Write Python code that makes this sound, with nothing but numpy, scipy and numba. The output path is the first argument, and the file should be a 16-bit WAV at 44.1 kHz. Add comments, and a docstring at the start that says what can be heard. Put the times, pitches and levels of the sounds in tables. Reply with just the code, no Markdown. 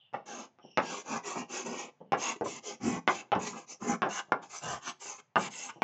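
"""A chalk stick writes on a wooden blackboard in a small bare room, heard by one narrow-band microphone.
Friction crushes grains, which hiss at the tip and force the modes of board and stick; stick-slip motion
makes the board judder. Each landing or bounce is an impact that leaves the same modes ringing freely.
The walls reverberate. Between strokes there is near silence, with a faint two-band chirr now and then."""
import sys
import numpy as np
from scipy import signal
from scipy.fft import rfft, irfft, next_fast_len
from scipy.io import wavfile
from numba import njit

SR = 44100
rng = np.random.default_rng(int(sys.argv[2]) if len(sys.argv) > 2 else 0)


def materialize(psi):
    """Save the field psi as 16-bit PCM at rate SR to the path in sys.argv[1].

    A 1-D psi becomes a single channel; in a 2-D psi each row is a channel.
    """
    bounded = np.clip(np.atleast_2d(psi).T, -1, 1)
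    quanta = np.round(bounded * 32767).astype(np.int16)
    wavfile.write(sys.argv[1], SR, quanta)


N = 257279

# normal modes of board and stick: f/Hz, level/dB, nominal decay time/s (contact shortens it)
MODES = [(103, 1, 0.05), (151, -3, 0.22), (188, -7, 0.36), (225, 0.5, 0.25), (240, 1, 0.073),
         (385.3, 3, 0.14), (407.6, 0.5, 0.17), (480.7, -3.5, 0.05), (570, -6.5, 0.047), (739, -3.5, 0.052),
         (838, -3, 0.14), (866, -5, 0.14), (1012, -3.5, 0.095), (1058, -4.5, 0.083), (1181, -2, 0.087),
         (1321, -10, 0.054), (1413, -11, 0.1), (1543, -11, 0.14), (1700, -11.5, 0.071), (1982, -0.5, 0.14),
         (2275, 4.5, 0.058), (2640, 3.5, 0.076), (2890, -0.5, 0.052), (3270, -6, 0.056), (3250, -1, 0.0087),
         (3480, -7.5, 0.018), (3920, -14, 0.015), (4100, -13.5, 0.0098)]
THUD_TOP_HZ, BOARD_TOP_HZ = 480, 1800  # upper limits of the two lower mode families
BOARD_PIVOT_HZ, STICK_PIVOT_HZ = 900, 2600  # spectral tilts turn about these


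def chalk_strokes():
    """Friction as a source: breaking grains and stick-slip motion drive resonances under a varying grip."""
    (hiss, rasp, scrape, judder), (judder_hz, board_tilt, stick_tilt) = hand_motion()
    fine, coarse = grains(per_s=9000, spread_db=2.5), grains(per_s=3000, spread_db=2.5)
    grip = undb(0.99 * walk(45) + 0.21 * walk(220))
    slips = undb(-9.5) * stick_slip(judder_hz) + unit(coarse)
    low, board, stick = forced_modes(slips, coarse, fine, judder_hz, board_tilt, stick_tilt)
    return grip * (hiss * tip_hiss(fine) + judder * low + scrape * board + rasp * stick)


def hand_motion():
    """Incoherent addition: strokes sum in power, which also weights their judder rate and tilts."""
    # t/s, duration/s, share of it to top speed, rise exponent, fall exponent, hiss level/dB,
    # rasp, scrape and judder level/dB re hiss, pressure change/dB, judder f/Hz,
    # board and stick tilt/(dB per octave)
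    strokes = [(0.256, 0.25, 0.5, 0.57, 2.9, -50.5, -2, 3.5, 0.5, 0.5, 283, 0, 3),
               (0.809, 0.22, 0.61, 0.86, 0.62, -44.5, -3.5, 2, -4, -0.5, 283, 0, 4.5),
               (1.009, 0.26, 0.474, 3.6, 5.7, -43, -2.5, 6, 2.5, 9.5, 225.0, 1, 1.5),
               (1.227, 0.16, 0.37, 1.2, 1.93, -43, -1, -0.5, -3.5, -0.5, 346.1, 2, 2),
               (1.313, 0.18, 0.39, 3.4, 3.74, -48.5, 1.5, 7, 8.5, 3.5, 220.5, -3, -11.5),
               (1.48, 0.1773, 0.57, 1.16, 1.5, -41.5, -3.5, -1, -2.5, 0, 321, 0.5, 2),
               (1.634, 0.19, 0.2, 1.65, 1.3, -48, -2, 3, 7.5, 0.5, 263.3, -4.5, -6.5),
               (1.728, 0.17, 0.43, 1.3, 2.27, -45.5, -1, -1, -6.5, 15.5, 344.8, -6, 3.5),
               (1.866, 0.046, 0.5, 1.5, 2.5, -72, 14.5, 14, 9, 1.5, 370.6, -8, 1.5),
               (2.165, 0.2, 0.48, 1.6, 1.92, -37, -1.5, -1, -9.5, 13, 379.8, -0.5, 0),
               (2.354, 0.024, 0.3, 5, 2.7, -59.5, 7, -5, 15.5, -3, 317, 0.5, 0.5),
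               (2.439, 0.16, 0.38, 0.75, 0.41, -46, -2.5, -6.5, -7, 4, 249.4, -2.5, 6.5),
               (2.623, 0.165, 0.44, 0.96, 3.3, -45, -3.5, -1.5, -3.5, 14.5, 361.9, -5.5, 3.5),
               (2.792, 0.21, 0.44, 1.6, 0.83, -44.5, -0.5, 6, 15.5, 0.5, 188.2, -4.5, -5),
               (3.071, 0.155, 0.23, 0.71, 0.51, -47.5, -1, -2.5, -13.5, 9.5, 374, 4, 1),
               (3.387, 0.17, 0.36, 1.2, 1.6, -42.5, -3.5, -1.5, -6, -6, 329.8, -0.5, 1.5),
               (3.466, 0.022, 0.2404, 1.9, 1.7, -40, -1, 1, -2.5, 5.5, 326, 2.5, 5.5),
               (3.497, 0.16, 0.5, 1, 0.81, -53.5, -2.5, 5.5, 5.5, -16.5, 299, -0.5, 0),
               (3.66, 0.13, 0.44, 1.7, 5.1, -45.5, -9.5, -10, -7.5, 6.5, 359, -6.5, -7),
               (3.792, 0.19, 0.7, 1.3, 3.5, -44, -3.5, 5, 9.5, 7, 254, -0.5, -8),
               (4.084, 0.15, 0.5, 0.92, 1.9, -42.5, -1, -1.5, -23, 2, 322.7, 9.5, 2.5),
               (4.178, 0.033, 0.52, 2.6, 1.7, -43.5, 2, 9, -12.5, 3.5, 376, 6.5, 8.5),
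               (4.405, 0.1, 0.31, 4.2, 2.2, -58.5, -4.5, 2.5, -8, -28.5, 344, -1.5, 6),
               (4.478, 0.15, 0.54, 2.1, 2.9, -43.5, -6, -6.5, -21, 6, 318.4, 3.5, 3),
               (4.58, 0.23, 0.45, 3, 1.8, -43.5, -2.5, 6, 1.5, 4, 118.2, 1, 1),
               (4.772, 0.17, 0.72, 4.1, 3.5, -43.5, -4, -1.5, -8.5, 0.5, 280.3, 7, 20),
               (4.991, 0.21, 0.38, 1.2, 2.2, -42, -9, -6.5, -17.5, 4, 319, 0, 4),
               (5.175, 0.037, 0.71, 0.93, 2.9, -58.5, 2.5, 4, -8, 0, 326, 2, 4.5),
               (5.359, 0.13, 0.58, 1.8, 0.63, -44.5, 1.5, 3.5, -6, 3, 236.3, 2, 0.5),
               (5.504, 0.204, 0.55, 0.4, 0.83, -46, -2.5, -6.5, -16.5, 5, 298.5, 0.5, 2.5),
               (5.532, 0.014, 0.37, 2.7, 1.9, -52, 7, -8, -15, 2.5, 343, 5, -1),
               (5.681, 0.032, 0.43, 2.9, 0.94, -51, 6.5, 5.5, -8, -1.5, 331, 12, -13.5)]
    follows_speed, follows_pressure = (0.95, 0.9, 0.84, 0.94), (0.063, .6, 0.91, 1.1)
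    sag_oct_per_db = 0.16  # the judder slows as the chalk presses harder
    power, colour = np.full((4, N), 1e-14), np.zeros((3, N))  # power rows: hiss, rasp, scrape, judder
    colour[0] = 3e-12  # the judder rate rests at 300 Hz
    for (start, length, rise, exp_in, exp_out, hiss_db, rasp_db, scrape_db, judder_db,
         press_db, hz, board_tilt, stick_tilt) in strokes:
        i, done, speed = arch(start, length, rise)
        exponent = np.where(done < rise, exp_in, exp_out)
        pressure_db = press_db * (done - .5)
        judder_hz = hz * 2 ** (-sag_oct_per_db * pressure_db)
        for k, db in enumerate((0, rasp_db, scrape_db, judder_db)):
            gain = undb(hiss_db + db + follows_pressure[k] * pressure_db)
            layer = (gain * speed ** (exponent * follows_speed[k])) ** 2
            power[k, i] += layer
            if k:
                colour[3 - k, i] += layer * (stick_tilt, board_tilt, judder_hz)[k - 1]
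    return np.sqrt(power), colour / power[:0:-1]


def grains(per_s, spread_db):
    """Brittle fracture as a Poisson process: grains break at random moments, a few with great force."""
    chance, side, size = rng.random((3, N))
    return (chance < per_s / SR) * np.sign(side - .5) * undb(-spread_db * np.log(1 - size))


def stick_slip(hz):
    """Relaxation oscillation: the chalk sticks and slips, one pulse a cycle, never quite evenly."""
    cycles = np.cumsum(hz * (1 + 0.067 * walk(60))) / SR
    return unit(np.diff(np.floor(cycles), prepend=0) * undb(1.5 * walk(89)))


def forced_modes(slips, coarse, fine, judder_hz, board_tilt, stick_tilt):
    """Forced vibration: the contact damps the modes and wanders, so each swells and drifts alone."""
    families = np.zeros((3, N))
    shortening = wear(rise_per_s=0.0037)
    for k, (hz, db, decay) in enumerate(MODES):
        kind = family(hz)
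        width_hz = (7, 11, 16)[kind] / decay
        drift = 1 + (0.024, 0.03, 0.04)[kind] * walk(7)
        centre = tune(hz * drift * (shortening if kind == 2 else 1))
        drive = (slips, coarse, np.roll(fine, -k * SR // 50))[kind]  # other grains for each stick mode
        ring = resonate(drive, centre, width_hz / hz)
        if kind == 0:  # the judder favours low modes near its own rate
            db = db - 15 * np.abs(np.log2(hz / judder_hz))
        elif kind == 1:
            db = db + board_tilt * np.log2(hz / BOARD_PIVOT_HZ)
        else:
            db = db + stick_tilt * np.log2(hz / STICK_PIVOT_HZ)
        # neighbours swing in antiphase, which fills the valleys between them
        families[kind] += (-1) ** k * ring * undb(db + (1.5, 2.2, 2.6)[kind] * walk(16))
    return [unit(x) for x in families]


def tip_hiss(fine):
    """Filtered shot noise: each band at the tip takes other grains, so neighbours do not cancel."""
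    # f/Hz, bandwidth/Hz, level/dB
    tip_bands = [(4270, 830, -10), (5010, 700, -4), (5760, 910, -2), (6260, 620, 3.5), (6940, 770, 3),
                 (7290, 200, -6.5)]
    hiss, climb = 0, wear(rise_per_s=0.011)
    for k, (hz, width_hz, db) in enumerate(tip_bands):
        centre = tune(hz * climb * (1 + 0.025 * walk(15)))
        gain = undb(db + 2.0 * walk(30) + 1.7 * walk(150))
        hiss = hiss + gain * resonate(np.roll(fine, k * SR // 20), centre, width_hz / hz)
    return unit(hiss)


def wear(rise_per_s):
    """A shorter bar resonates higher: the frequency ratio climbs as the stick wears down."""
    return 1 + rise_per_s * (np.arange(N) - N / 2) / SR


def knocks():
    """Impact excitation: the force pulse is convolved with the modal response, then with the room's."""
    # landings and bounces: t/s, level/dB, relative thud, click and room level/dB,
    # board tilt/(dB per octave)
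    impacts = [(0.128, -43, -8, -16, -0.5, 0), (0.135, -34, -25, -11.5, 7, -5.5),
               (0.586, -47, -12, -12.5, -5, 3), (0.64, -39.5, -11.5, -28.5, 1, -5.5),
               (.773, -14, -11, -9, -5.5, 2), (0.781, -17.5, -18, -14.5, -2.5, 8.5),
               (2.004, -41, -7, -27.5, 3, -15), (2.1205, -14.5, -17, -12, -4.5, -5),
               (2.13, -22, -18.5, -10.5, -3, 11), (2.41, -23, -7, -16, -4.5, -10),
               (2.451, -32, -13, -23.5, 9.5, 6), (3.076, -13.5, -14, -8.5, -11, 5.5),
               (3.084, -19.5, -11.5, -8.5, -4.5, 11.5), (3.216, -50.5, -24, -17, -1.5, 13),
               (3.318, -20.5, -7.5, -9, -1, 11), (3.351, -20.5, -17, -13.5, -4.5, 4.5),
               (3.359, -14.5, -11, -23.5, -4.5, 6), (3.814, -29, -17, -42.5, 10, 8),
               (4.019, -19.5, -8, -9.5, -4.5, 13), (4.026, -26, -11, -12, -1.5, 12),
               (4.051, -29, -22, -16.5, 2.5, 5), (4.06, -24, -22.5, -24.5, 1, -2),
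               (4.192, -36.5, -24.5, -20.5, -26, 1.5), (4.284, -44, -11.5, -26, 1.5, -1),
               (4.32, -14.5, -26.5, -13, -12, 20), (4.326, -23, -10, -16, -9.5, 5),
               (5.357, -15.5, -27.5, -11, -2, 8.5), (5.365, -17.5, -12, -21, 0, 1.5),
               (5.699, -49.5, -23, 0, -6, 14), (5.759, -40, -16, -26, -2, -12),
               (5.819, -12, -43, -10.5, -6.5, -4)]
    out, t = np.zeros(N + SR), np.arange(SR // 7) / SR
    spots = rng.standard_normal((len(impacts), 3, len(MODES)))
    cracks = rng.standard_normal((len(impacts), len(t)))
    radiation = signal.butter(1, 300, "high", fs=SR, output="sos")  # slow motion radiates poorly
    softness = signal.butter(6, 7000, fs=SR, output="sos")  # soft chalk has little above this
    for impact, spot, crack, tail in zip(impacts, spots, cracks, room_responses(len(impacts))):
        start, db, thud_db, click_db, room_db, tilt = impact
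        ring = free_modes(t, spot, thud_db, click_db, tilt)
        struck = np.convolve(ring, contact_force(t, crack, click_db))[:len(t)]
        blow = signal.sosfilt(softness, signal.sosfilt(radiation, struck) + tip_snap(t, crack, click_db))
        heard = undb(room_db) * signal.fftconvolve(blow, tail)
        heard[:len(t)] += blow
        i = int(start * SR)
        out[i:i + len(heard)] += undb(db - 16.5) * heard
    return out[:N]


def free_modes(t, spot, thud_db, click_db, tilt):
    """Modal superposition: damped sinusoids ring with weights that depend on the spot struck."""
    ring = 0
    for (hz, db, decay), (weight, detune, split) in zip(MODES, spot.T):
        family_db = (thud_db + 2.5, tilt * np.log2(hz / BOARD_PIVOT_HZ), click_db + 6.5)[family(hz)]
        # every mode has a close twin, so the knock is dense rather than pitched
        phase = 2 * np.pi * hz * t
        twins = np.sin(phase * (1 + 0.041 * detune)) + np.sin(phase * (1 + 0.056 * split))
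        ring = ring + twins * undb(db + 2.1 * weight + family_db - 60 * t / (0.21 * decay))
    return ring


def contact_force(t, crack, click_db):
    """Contact time limits bandwidth: a softer touch pushes longer; the tip then crumbles briefly."""
    half_width_s = 0.0002 * undb(-.8 * (click_db + 11.0))
    push = np.clip(1 - np.abs(np.arange(-40, 41) / SR) / half_width_s, 0, 1) ** 2
    crumble = undb(-27) * crack[::-1] * np.exp(-t / .008)
    return np.convolve(push / push.sum(), np.r_[1, crumble[:SR // 25]])


def tip_snap(t, crack, click_db):
    """A broadband transient: the bright crack decays fast and leaves a duller, longer rattle."""
    bright = band(band(crack, 5400, 2200), 5400, 2200) * (1 - np.exp(-t / 0.00069))
    rattle = band(np.roll(crack, SR // 20), 3200, 3500)
    return bright * undb(click_db + 14.5 - 60 * t / 0.02) + rattle * undb(click_db - 12 - 60 * t / 0.091)


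def room_responses(count):
    """Reverberation: after a short gap the walls return a diffuse tail, different for every spot."""
    # f/Hz, reverberation time T60/s, level/dB
    room_bands = [(208, 0.43, -7.5), (475, 0.24, 3), (900, 0.13, 7.5), (1380, 0.13, 9), (1970, 0.11, 1.5),
                  (3280, 0.38, -7), (4860, 0.069, -9.5), (6600, 0.2, -2)]
    first_wall_s, echo_db = 0.009, -18.5
    early_db, early_t60_s = -5.5, 0.024  # early reflections stand above the tail
    t, tails = np.arange(SR // 3) / SR, 0
    for hz, t60, db in room_bands:
        noise = unit(band(rng.standard_normal(len(t) * 4), hz, 1.07 * hz))
        starts = (rng.random(count) * len(t) * 3).astype(int)
        tails = tails + undb(db - 60 * t / t60) * noise[starts[:, None] + np.arange(len(t))]
    onset = np.clip((t - first_wall_s) / 0.006 + 1, 0, 1)
    late = np.maximum(t - first_wall_s, 0)
    tails *= onset * (1 + undb(early_db - 60 * late / early_t60_s))
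    tails /= np.sqrt(np.sum(tails ** 2, axis=1, keepdims=True))
    tails[:, int(first_wall_s * SR)] += undb(echo_db)  # one clear echo from the nearest wall
    return tails


def chirr():
    """Amplitude modulation roughens two narrow noise bands; the first sags in pitch as it goes."""
    # t/s, duration/s, first band starting f/Hz, level/dB, second band f/Hz, level/dB
    chirrs = [(-.04, .17, 3150, -66.5, 3480, -76.5), (0.601, 0.49, 3080, -66, 5550, -68.5),
              (1.983, 0.27, 3120, -84.5, 2250, -100.5), (2.735, 0.07, 3120, -80, 5740, -68),
              (3.722, 0.071, 3170, -83, 5800, -62), (5.718, 0.14, 3000, -72, 5720, -80)]
    sag_hz_per_s = 1760
    hz, gain = np.full((2, N), 3000.), np.zeros((2, N))
    for start, length, first_hz, first_db, second_hz, second_db in chirrs:
        i, done, swell = arch(start, length, rise=0.18)
        hz[0, i], hz[1, i] = first_hz - sag_hz_per_s * length * done, second_hz
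        gain[:, i] = undb([[first_db], [second_db]]) * swell ** 0.98
    out = 0
    for centre, level, width in zip(tune(hz), gain, (0.2, 0.11)):
        roughness = undb(2.8 * walk(60))
        out = out + level * roughness * resonate(rng.standard_normal(N), centre, width, stages=3)
    return out


def noise_floor():
    """Spectrally shaped Gaussian noise forms a faint, flickering background."""
    # f/Hz, relative spectral density level/dB
    spectrum = [(60, -16.5), (125, 11.5), (273, -12.5), (825, -3), (1400, -14), (1830, -12), (4300, -25.5),
                (8000, -37.5)]
    hz, db = np.transpose(spectrum)
    size = next_fast_len(N)
    f = np.maximum(np.arange(size // 2 + 1) * SR / size, 1)
    shape = undb(np.interp(np.log(f), np.log(hz), db))
    noise = irfft(rfft(rng.standard_normal(size)) * shape, size)[:N]
    return unit(noise) * undb(-75 + 2.2 * walk(3.9))


def family(hz):
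    """Mode family: 0 for low thud modes, 1 for board modes, 2 for stick modes."""
    return int(hz > THUD_TOP_HZ) + int(hz > BOARD_TOP_HZ)


def arch(start_s, length_s, rise):
    """Envelope of an event: its samples, the share elapsed, and a swell from 0 to 1 and back."""
    i = np.arange(max(int(start_s * SR) + 1, 0), min(int((start_s + length_s) * SR), N))
    done = (i / SR - start_s) / length_s
    return i, done, np.sin(np.pi / 2 * np.minimum(done / rise, (1 - done) / (1 - rise)))


def walk(rate):
    """Random modulation: rate values a second, joined by straight lines; spread near 1."""
    return np.sqrt(1.5) * np.interp(np.arange(N) * (rate / SR), np.arange(2000), rng.standard_normal(2000))


def resonate(x, centre, width, stages=2):
    """Resonators in cascade steepen the skirts of a band; the output has rms 1."""
    for _ in range(stages):
        x = svf(x, centre, width)
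    return unit(x)


@njit
def svf(x, g, k):
    """Second-order resonance, gain 1 at its moving centre g = tune(hz); k is width over centre."""
    y, mid, low = np.empty(len(x)), 0., 0.
    for i in range(len(x)):
        v = (mid + g[i] * (x[i] - low)) / (1 + g[i] * (g[i] + k))
        mid, low, y[i] = 2 * v - mid, low + 2 * g[i] * v, k * v
    return y


def band(x, hz, width_hz):
    """Band-pass resonance with a steady centre."""
    return svf(x + 1e-18, np.full(len(x), tune(hz)), width_hz / hz)


def tune(hz):
    """Bilinear prewarping: the filter coefficient of a centre frequency."""
    return np.tan(np.pi * hz / SR)


def undb(db):
    """Amplitude ratio of a level in dB."""
    return np.exp(np.asarray(db) * np.log(10) / 20)


def unit(x):
    """Normalise to rms 1."""
    return x / np.sqrt(np.mean(x ** 2))


def scene():
    """Superposition of direct sound, reverberation and background, the same on both channels."""
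    rub, taps = chalk_strokes(), knocks()
    # directivity: the tip throws its treble sideways, so the walls get more of it
    to_walls = undb(-16.5) * rub + undb(-17) * band(rub, 5200, 4800)
    reverberation = signal.fftconvolve(to_walls, room_responses(count=1)[0])[:N]
    mono = rub + taps + reverberation + chirr() + noise_floor()
    return np.array([mono, mono])


def record(dry):
    """Band limiting: the microphone chain drops the deep bass, fades near its top, then cuts steeply."""
    dry = signal.sosfilt(signal.butter(2, 120, "high", fs=SR, output="sos"), dry)
    dry = signal.sosfilt(signal.butter(8, 7900, fs=SR, output="sos"), dry)
    return signal.sosfilt(signal.ellip(14, .5, 80, 8200, fs=SR, output="sos"), dry)


dry = scene()
out = record(dry)
materialize(out)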